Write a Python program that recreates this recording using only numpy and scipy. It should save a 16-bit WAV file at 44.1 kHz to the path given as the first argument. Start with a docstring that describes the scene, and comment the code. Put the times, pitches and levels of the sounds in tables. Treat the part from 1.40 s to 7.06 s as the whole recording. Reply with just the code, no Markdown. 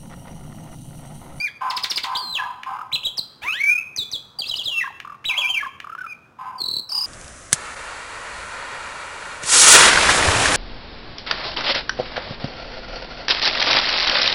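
"""A walled yard under a low town hum, where a caged starling sings close to a phone and a dog barks further off.
The song is swept tones from the syrinx: whistles, glides, chatter, rattles and trills, with ringing beak clicks.
The hoarse barks are uneven pulses through muzzle resonances, the hum is shaped noise, and the walls ring after notes.
The phone samples at 48 kHz and drops samples to reach 44.1 kHz, which mirrors tones around multiples of 3.9 kHz."""
import sys
import numpy as np
from scipy import signal
from scipy.fft import rfft, irfft
from scipy.io import wavfile
from scipy.ndimage import uniform_filter1d

SR = 44100
rng = np.random.default_rng(int(sys.argv[2]) if len(sys.argv) > 2 else 0)


def store_pcm(level_fs):
    """Save levels as 16-bit WAV."""
    pcm = np.round(np.clip(level_fs, -1, 1) * 32767).astype(np.int16)
    wavfile.write(sys.argv[1], SR, np.atleast_2d(pcm).T)


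N = 249606
T = np.arange(N) / SR


def undb(db):
    """Level law: 20 dB is a factor of ten in amplitude."""
    return 10 ** (np.asarray(db) / 20)


def band(x, hz, width_hz):
    """Two-pole resonance: gain 1 at the centre, falling off over the given bandwidth."""
    return signal.lfilter(*signal.iirpeak(hz, hz / width_hz, fs=SR), x)


def walk(rate_hz):
    """Slow random modulation: levels held for one period and averaged twice; spread near 0.3."""
    hold = int(SR / rate_hz)
    steps = np.repeat(rng.standard_normal(N // hold + 1), hold)
    return 0.38 * uniform_filter1d(uniform_filter1d(steps, hold), hold)[:N]


def add(out, start_s, x):
    """Superposition: sounds that overlap in time sum their pressures."""
    i = int(start_s * SR)
    out[i:i + len(x)] += x[:N - i]


def echo(x, first_s, t60_s, db, low_hz, damp_hz=7000):
    """Reverberation: dense reflections decay by 60 dB in t60_s, weaker for the highest and lowest tones."""
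    t = T[:SR]
    tail = rng.standard_normal(SR) * 1000. ** (-t / t60_s) * (t > first_s)
    tail /= np.sqrt(np.sum(tail ** 2))
    tail = signal.lfilter(*signal.butter(1, [low_hz, damp_hz], "band", fs=SR), tail)
    return undb(db) * signal.fftconvolve(x, tail)[:N]


def town():
    """Spectral shaping of noise: distant traffic and leaves in bands that swell together and flicker alone."""
    # Relative spectrum of the hum: frequency_hz, density_db (per Hz)
    spectrum = [(25, -12.5), (50, -11), (75, -1.5), (130, 2.5), (250, -3), (600, -8), (1300, -4.5),
                (2000, -19.5), (3500, -25.5), (8000, -34.5), (16000, -45)]
    rms_db = -54
    hz_points, db_points = np.transpose(spectrum)
    octave = np.log2(np.arange(N // 2 + 1) * SR / N + 1)
    weight = undb(np.interp(octave, np.log2(hz_points), db_points))
    noise = rfft(rng.standard_normal(N)) * weight
    out, swell = 0, walk(0.2)
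    for centre in np.arange(4, 14.6, .5):  # overlapping bands, half an octave apart
        share = np.clip(1 - 2 * np.abs(octave - centre), 0, 1)
        level = undb(.8 * swell + 4.5 * walk(16))
        out = out + level * irfft(noise * share, N)
    return out * undb(rms_db) / np.sqrt(np.mean(out ** 2))


def bark(length_s, pitch_hz):
    """Source and filter: uneven vocal pulses and breath ring in the muzzle; the result has unit RMS."""
    # Muzzle resonances: centre_hz, width_hz (of the first pass), gain_db
    muzzle = [(815, 136, -2.5), (983.6, 76, 7), (1168, 160, -2.5), (1565, 89, -9.5), (2130, 1400, -21.5)]
    t = T[:int(length_s * SR)]
    wobble = 1 + .6 * uniform_filter1d(rng.standard_normal(len(t)), size=200)
    cycles = np.cumsum(pitch_hz * wobble) / SR
    pulses = np.diff(np.floor(cycles), prepend=-1)  # one pulse per whole cycle
    pulses *= undb(4.0 * rng.standard_normal(len(t)))
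    breath = .09 * rng.standard_normal(len(t))
    burst = 1 + 0.63 * np.exp(-t / 0.0026)  # the bark bursts out, then holds
    effort = burst * np.clip(np.minimum(t / 0.0015, (length_s - t) / 0.055), 0, 1)
    source = np.pad(effort * (pulses + breath), (0, 2000))  # room to ring out
    voice = 0
    for k, (hz, width, db) in enumerate(muzzle):
        ring = band(band(source, hz, width), hz, 2.1 * width)
        voice = voice + (-1) ** k * undb(db) * ring  # neighbours in opposite phase
    return voice / np.sqrt(np.mean(voice ** 2))


def dog():
    """Propagation loss: fences and air thin the barks, and distance leaves mostly echo."""
    # Barks: start_s, level_db (RMS before the thinning), length_s, pitch_hz (mean, before the wobble)
    barks = [(0.207, -28.5, 0.12, 255), (0.641, -31.5, 0.14, 255.6), (0.974, -33, 0.13, 259.3),
             (1.259, -32.5, 0.12, 255.7), (3.889, -39, .17, 251.4), (4.984, -37, 0.16, 253.2),
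             (5.514, -51, .1, 265)]
    # Echo of the distant barks: first_return_s, t60_s, level_db (before its filter), low_edge_hz
    far_echo = (.004, .7, 1.5, 300)
    out = np.zeros(N)
    for start_s, db, length_s, hz in barks:
        add(out, start_s, undb(db) * bark(length_s, hz))
    out = signal.sosfilt(signal.butter(2, [720, 3200], "band", fs=SR, output="sos"), out)
    return out + echo(out, *far_echo, damp_hz=2970)


def click(db):
    """Impulse response: two quick contacts of the beak ring its short resonances, to a peak of db."""
    # Beak resonances: centre_hz, width_hz (of each of two passes), gain_db
    beak = [(1910, 1170, 10), (2480, 490, 7.5), (3780, 760, -17.5)]
    hit = np.zeros(600)
    hit[[0, 75]] = .6, 1  # contacts 1.7 ms apart
    ring = sum(undb(gain) * band(band(hit, hz, width), hz, width) for hz, width, gain in beak)
    return undb(db) * ring / np.abs(ring).max()


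def splutter(db, decay_s=0.017):
    """Turbulence: the plunge of a chatter note breaks up into a grainy, resonant burst of air."""
    t = T[:1500]
    grain_levels = np.repeat(rng.standard_normal(50), 30)
    grains = rng.standard_normal(len(t)) * undb(4.7 * grain_levels)
    upper = band(band(grains, 3600, 2020), 2600, 2010)
    lower = band(band(grains, 2100, 1710), 2100, 1710)
    envelope = np.minimum(t / 0.00031, 1) * np.exp(-t / decay_s)
    return undb(db) * envelope * (upper + 0.81 * lower)


def note(rows, fourth_db=-7.0, edge_s=.002):
    """Harmonic oscillation: the syrinx membrane swings almost as a sine; at low pitch it snaps into overtones."""
    # Pitches that leave throat and cage stronger or weaker: frequency_hz, gain_db
    carry = [(1750, 2.5), (2050, 4), (2350, -2), (2700, -1), (2980, -11), (3250, 3), (3600, -10), (3950, 3),
             (4350, -11), (4750, -4.5), (5400, -22.5), (6200, 7.5)]
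    s, hz, db, *over = np.transpose(rows)
    t = np.arange(s[0], s[-1], 1 / SR)

    def smooth(column):
        """Interpolation: straight lines between the rows, with rounded corners."""
        return uniform_filter1d(np.interp(t, s, column), size=130, mode="nearest")

    pitch = smooth(hz)
    phase = 2 * np.pi * np.cumsum(pitch) / SR
    tone = np.sin(phase)
    if over:
        second, third = (undb(smooth(column)) for column in over)
        tone += second * np.sin(2 * phase)
        tone += third * (np.sin(3 * phase) + undb(fourth_db) * np.sin(4 * phase))
        slack = np.clip((1250 - pitch) / 450, 0, 1)  # the slack membrane beats unevenly
        tone *= 1 + 2.2 * slack * uniform_filter1d(rng.standard_normal(len(t)), size=14)
    else:
        tone += undb(-26.5) * np.sin(2 * phase)
        tone *= undb(np.interp(pitch, *np.transpose(carry)))
    edges = np.clip(np.minimum(t - s[0], s[-1] - t) / edge_s, 0, 1)
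    return np.sqrt(2) * undb(smooth(db)) * edges * tone


def dive(start_s, length_s, top_hz, floor_hz, sink_s, db):
    """Exponential relaxation: pitch sinks ever more slowly to a floor, loudest part of the way down."""
    u = np.arange(25) / 24
    pitch = floor_hz + (top_hz - floor_hz) * np.exp(-u * length_s / sink_s)
    level = db + np.interp(u, [0, 0.22, 1], [-7.5, 0, -2.5])
    return np.c_[start_s + u * length_s, pitch, level]


def pip(length_s, first_hz, mid_hz, last_hz, db, rise, fall, rasp, second_db, haste=0.91):
    """Frequency modulation: one puff of air bends through three pitches while it swells and dies."""
    u = np.arange(int(length_s * SR)) / (length_s * SR)
    curve = np.polyfit([0, .5, 1], [first_hz, mid_hz, last_hz], deg=2)
    bend = np.polyval(curve, u ** haste)  # haste under 1: the bend comes early
    phase = 2 * np.pi * np.cumsum(bend) / SR
    shape = np.sin(np.pi / 2 * np.clip(np.minimum(u / rise, (1 - u) / fall), 0, 1)) ** 2
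    # the membrane loses its beat
    flutter = 1 + rasp * u * uniform_filter1d(rng.standard_normal(len(u)), size=12)
    tone = np.sin(phase) + undb(second_db) * np.sin(2 * phase)
    return np.sqrt(2) * undb(db) * shape * flutter * tone


def sing_whistles(out):
    """Continuous phonation: steady air keeps the membrane swinging through whistles, glides and dives."""
    # Whistles, short and long, one table a note: time_s, pitch_hz, level_db (before the carry)
    whistles = [
        [(0.766, 3970, -23), (0.772, 4684, -18), (0.78, 4920, -23), (0.82, 4360, -27.5), (0.86, 4158, -28),
         (0.926, 4044, -31.5), (0.942, 3780, -29), (0.96, 3075, -19), (0.978, 2560, -24), (0.984, 2370, -32)],
        [(1.517, 2127, -31.5), (1.522, 2497, -36), (1.532, 3834, -19), (1.54, 4065, -23), (1.549, 4076, -19.5),
         (1.562, 2544, -20.5), (1.565, 2580, -36)],
        [(1.632, 2575, -25), (1.64, 3300, -29.5), (1.651, 3883, -24), (1.66, 3890, -18), (1.666, 3420, -19.5),
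         (1.675, 3100, -24.5), (1.685, 3240, -37)],
        [(2.987, 4775, -21), (2.999, 4633, -17), (3.008, 4104, -23.5), (3.014, 3360, -52), (3.021, 3280, -21),
         (3.028, 2950, -35), (3.036, 2740, -40), (3.046, 2670, -22.5)],
        [(3.094, 3870, -24), (3.101, 3970, -22), (3.107, 3800, -42), (3.114, 3260, -24), (3.123, 3130, -23.5),
         (3.131, 2930, -48), (3.144, 2970, -1)],
        [(3.3, 2904, -52), (3.315, 2905, -22.5), (3.354, 2688, -27), (3.388, 2698, -16), (3.4, 2666, -21.5),
         (3.407, 2280, -25.5)],
        [(3.846, 1896, -36), (3.858, 3843, -21.5), (3.868, 3940, -25), (3.882, 3787, -24), (3.896, 2686, -19.5),
         (3.913, 2346, -19), (3.928, 2183, -45), (3.94, 2113, -30.5), (3.968, 2650, -27.5), (3.98, 3190, -16),
         (3.991, 3385, -23), (4.013, 2990, -21.5), (4.023, 2530, -21.5), (4.045, 2322, -22.5),
         (4.067, 2417, -22.5), (4.085, 2716, -27), (4.094, 3226, -23.5), (4.106, 3115, -14.5),
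         (4.126, 3150, -32), (4.145, 2797, -19), (4.165, 2338, -26), (4.178, 2364, -19.5), (4.2, 2000, -41)],
        [(4.664, 2435, -36), (4.675, 2432, -44), (4.7, 2518, -32.5), (4.72, 2408, -34), (4.735, 2393, -33)],
    ]
    # Low glides, one table a note: time_s, pitch_hz, level_db, second_db, third_db (partials over the first)
    glides = [
        [(0.0, 2291, -32.5, 4, -20), (0.029, 2468, -25.5, -17, -50.5), (0.055, 2384, -22.5, -26.5, -49),
         (0.068, 2195, -30.5, -17, -37), (0.074, 1995, -34.5, -11.5, -27), (0.08, 1730, -35.5, -8, -30),
         (0.09, 1576, -40.5, 2.5, -25)],
        [(2.017, 748, -53.5, -5, 5.5), (2.036, 867, -45, 8, 11.5), (2.055, 1006, -33.5, -5, -21),
         (2.097, 1273, -33.5, 15.5, -20.5), (2.118, 1305, -48.5, 20, 5.5), (2.146, 1584, -35.5, 7, -17),
         (2.178, 1908, -28.5, -16, -30.5), (2.19, 2025, -36, -4, -29), (2.217, 2254, -20, -35, -45.5),
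         (2.228, 2285, -34.5, -18, -45), (2.241, 2290, -15, -41, -25), (2.255, 2236, -24, -29, -46),
         (2.264, 2285, -20, -33, -49), (2.335, 2479, -15.5, -43, -47), (2.36, 2412, -23.5, -45, -38),
         (2.374, 2517, -28, -31, -45), (2.388, 2546, -13.5, -40, -43), (2.404, 2534, -71, -16, -26)],
    ]
    # Dives: start_s, length_s, top_hz, floor_hz, sinking_time_s, level_db (loudest point, before the carry)
    dives = [(0.753, 0.014, 4310, 2260, 0.012, -21), (0.984, 0.031, 1950, 1610, 0.0091, -30.5),
             (3.408, 0.014, 2063, 1922, 0.0062, -26.5), (3.425, 0.013, 1924, 1666, 0.016, -24),
             (1.772, 0.026, 5950, 3406, 0.017, -15.5), (2.562, 0.076, 6440, 3432, .016, -21),
             (2.715, 0.05, 6350, 3173, 0.016, -23), (3.178, 0.048, 4155, 2627, .022, -24),
             (3.253, 0.049, 4244, 2712, 0.031, -22.5), (5.181, 0.022, 4860, 3900, 0.029, -30)]
    for rows in whistles + glides + [dive(*row) for row in dives]:
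        add(out, rows[0][0], note(rows))


def sing_upstrokes(out):
    """Rising tension: faint upward sweeps lead into the next note."""
    # Upstrokes: start_s, length_s, first_hz, last_hz, level_db
    upstrokes = [(0.425, 0.0055, 4630, 5274, -35), (0.558, 0.0072, 4260, 5140, -23.5),
                 (0.749, 0.0089, 2690, 4220, -29.5), (3.047, 0.059, 2450, 5340, -34),
                 (3.149, .03, 2876, 5210, -32), (3.228, .028, 2786, 5280, -37)]
    for start_s, length_s, first, last, db in upstrokes:
        middle = first + .7 * (last - first)  # most of the climb comes early
        add(out, start_s, pip(length_s, first, middle, last, db, rise=.3, fall=0.31, rasp=1.42, second_db=-22.5))


def sing_pips(out):
    """Transient onset: the membrane pops open with a tick at the start of each low pip.

    The pips come in rattles or in short uneven runs."""
    # Low pips: start_s, length_s, pitch_hz (middle), level_db
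    pips = [(1.03, 0.023, 1660, -31), (1.306, 0.012, 1050, -28), (1.322, 0.015, 1070, -54),
            (1.347, .017, 1108, -38), (1.365, 0.0081, 1220, -28), (1.387, 0.013, 1194, -28),
            (1.41, 0.016, 1284, -29.5), (3.439, 0.018, 1101, -25), (3.45, 0.026, 1634, -31),
            (3.474, .011, 1069, -26.5), (3.503, 0.011, 885, -37.5), (3.648, 0.0097, 1147, -28.5),
            (3.673, 0.0097, 1185, -31), (3.697, 0.012, 1200, -30.5), (3.721, 0.014, 1150, -32),
            (3.744, 0.015, 1138, -35), (4.202, 0.024, 1723, -26), (4.226, 0.021, 1140, -22.5),
            (4.245, .013, 1670, -29), (4.26, .021, 1069, -25.5), (4.443, 0.0091, 1208, -29.5),
            (4.47, 0.0087, 1174, -28.5), (4.495, 0.012, 1255, -29.5), (4.518, 0.026, 1323, -34),
            (4.55, 0.0053, 1275, -26), (4.579, 0.022, 1495, -31.5), (4.606, 0.022, 1496, -30),
            (4.635, 0.026, 1337, -33), (4.663, 0.011, 1283, -32)]
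    for start_s, length_s, hz, db in pips:
        body = pip(length_s, hz * .97, hz, hz * 0.99, db, rise=0.46, fall=0.52, rasp=0.4, second_db=-30.5)
        pop = pip(0.0033, hz * 1.083, hz * 1.083, hz, db - 6, rise=0.38, fall=0.37, rasp=0, second_db=-19)
        for part in (body, pop, click(db - 11.0)):
            add(out, start_s, part)


def sing_trills(out):
    """Periodic gesture: repeated strokes dive and curl up; most low ones get a faint rising answer."""
    # Strokes of each trill: start_s, top_hz, lowest_hz (mid-bend), level_db
    low_trill = [(5.202, 4570, 4266, -30), (5.215, 4400, 4140, -23.5), (5.237, 4390, 3953, -22),
                 (5.26, 4570, 3975, -24.5), (5.284, 4520, 3977, -22), (5.311, 4444, 3983, -22.5),
                 (5.337, 4480, 3990, -21.5), (5.365, 4440, 3970, -20), (5.393, 4455, 4100, -27)]
    high_trill = [(5.488, 6130, 4620, -33), (5.514, 5990, 4760, -26), (5.544, 5500, 4810, -23.5),
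                  (5.573, 5504, 4713, -22), (5.603, 5734, 4896, -26.5), (5.633, 5950, 4850, -25.5)]
    for start_s, top, hz, db in low_trill:
        add(out, start_s, pip(0.0161, top, hz, 1.008 * hz, db, rise=0.13, fall=0.7, rasp=0.085,
                              second_db=-30, haste=0.854))
    for start_s, top, hz, db in high_trill:
        add(out, start_s, pip(.033, top, hz, 1.09 * hz, db, rise=0.23, fall=0.33, rasp=0.41,
                              second_db=-30, haste=.9))
    for start_s, *_, db in low_trill[1:-1]:
        add(out, start_s + .015, pip(.012, 4110, 4410, 4470, db - 12.5, rise=0.25, fall=0.28, rasp=.1,
                                     second_db=-22))


def sing_chatter(out):
    """Loss of oscillation: a high tone plunges, then breaks up into a burst of air."""
    # Chatter notes: start_s, length_s, top_hz, level_db (of the tone)
    chatter = [(0.297, 0.017, 5400, -28), (.362, 0.019, 5250, -24.5), (.431, .019, 5050, -21.5),
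               (0.494, 0.031, 5700, -24), (.564, .02, 5060, -22), (.631, 0.014, 4920, -25)]
    for start_s, length_s, hz, db in chatter:
        add(out, start_s, pip(length_s, hz, .86 * hz, 1530, db, rise=0.46, fall=0.34, rasp=1.36,
                              second_db=-28, haste=1.1))
        add(out, start_s + .7 * length_s, splutter(db + 4.2))


def starling():
    """Amplitude modulation: an air stream that is never quite even carries the whole dry song."""
    # Beak clicks: start_s, peak_db (before the uneven air stream)
    clicks = [(0.747, -30), (1.2331, -18.5), (2.016, -42), (3.601, -20), (3.843, -27), (4.4015, -20.5)]
    out = np.zeros(N)
    for sing in (sing_whistles, sing_upstrokes, sing_pips, sing_trills, sing_chatter):
        sing(out)
    for start_s, db in clicks:
        add(out, start_s, click(db))
    return out * undb(1.5 * walk(90))


def scene():
    """Direct and reflected sound: the song with its early bounces and echoes joins the dog and the town."""
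    # Bounces from cage floor, roof and wall: lag_s, level_db (over the dry song)
    bounces = [(.0014, -9), (.0030, -14), (.0042, -15), (.0094, -15)]
    # Nearby walls, then the open yard beyond: first_return_s, t60_s, level_db (before its filter), low_edge_hz
    echoes = [(.006, 0.166, -5.5, 1850), (0.018, .7, -12.5, 500)]
    bird = starling()
    near = undb(2.0) * bird
    for lag_s, db in bounces:
        add(near, lag_s, undb(db) * bird)
    reverberation = sum(echo(bird, *settings) for settings in echoes)
    return (near + reverberation + dog() + town())[None]


def record(dry):
    """Aliasing: of 48 kHz samples the nearest earlier one is kept for each 44.1 kHz tick; the top is cut."""
    fast = signal.resample_poly(dry, 160, 147, axis=1)
    kept = fast[:, np.arange(N) * 160 // 147]
    top_hz = 16000
    return signal.sosfilt(signal.ellip(10, .2, 80, top_hz, fs=SR, output="sos"), kept)


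dry = scene()
out = record(dry)
store_pcm(out)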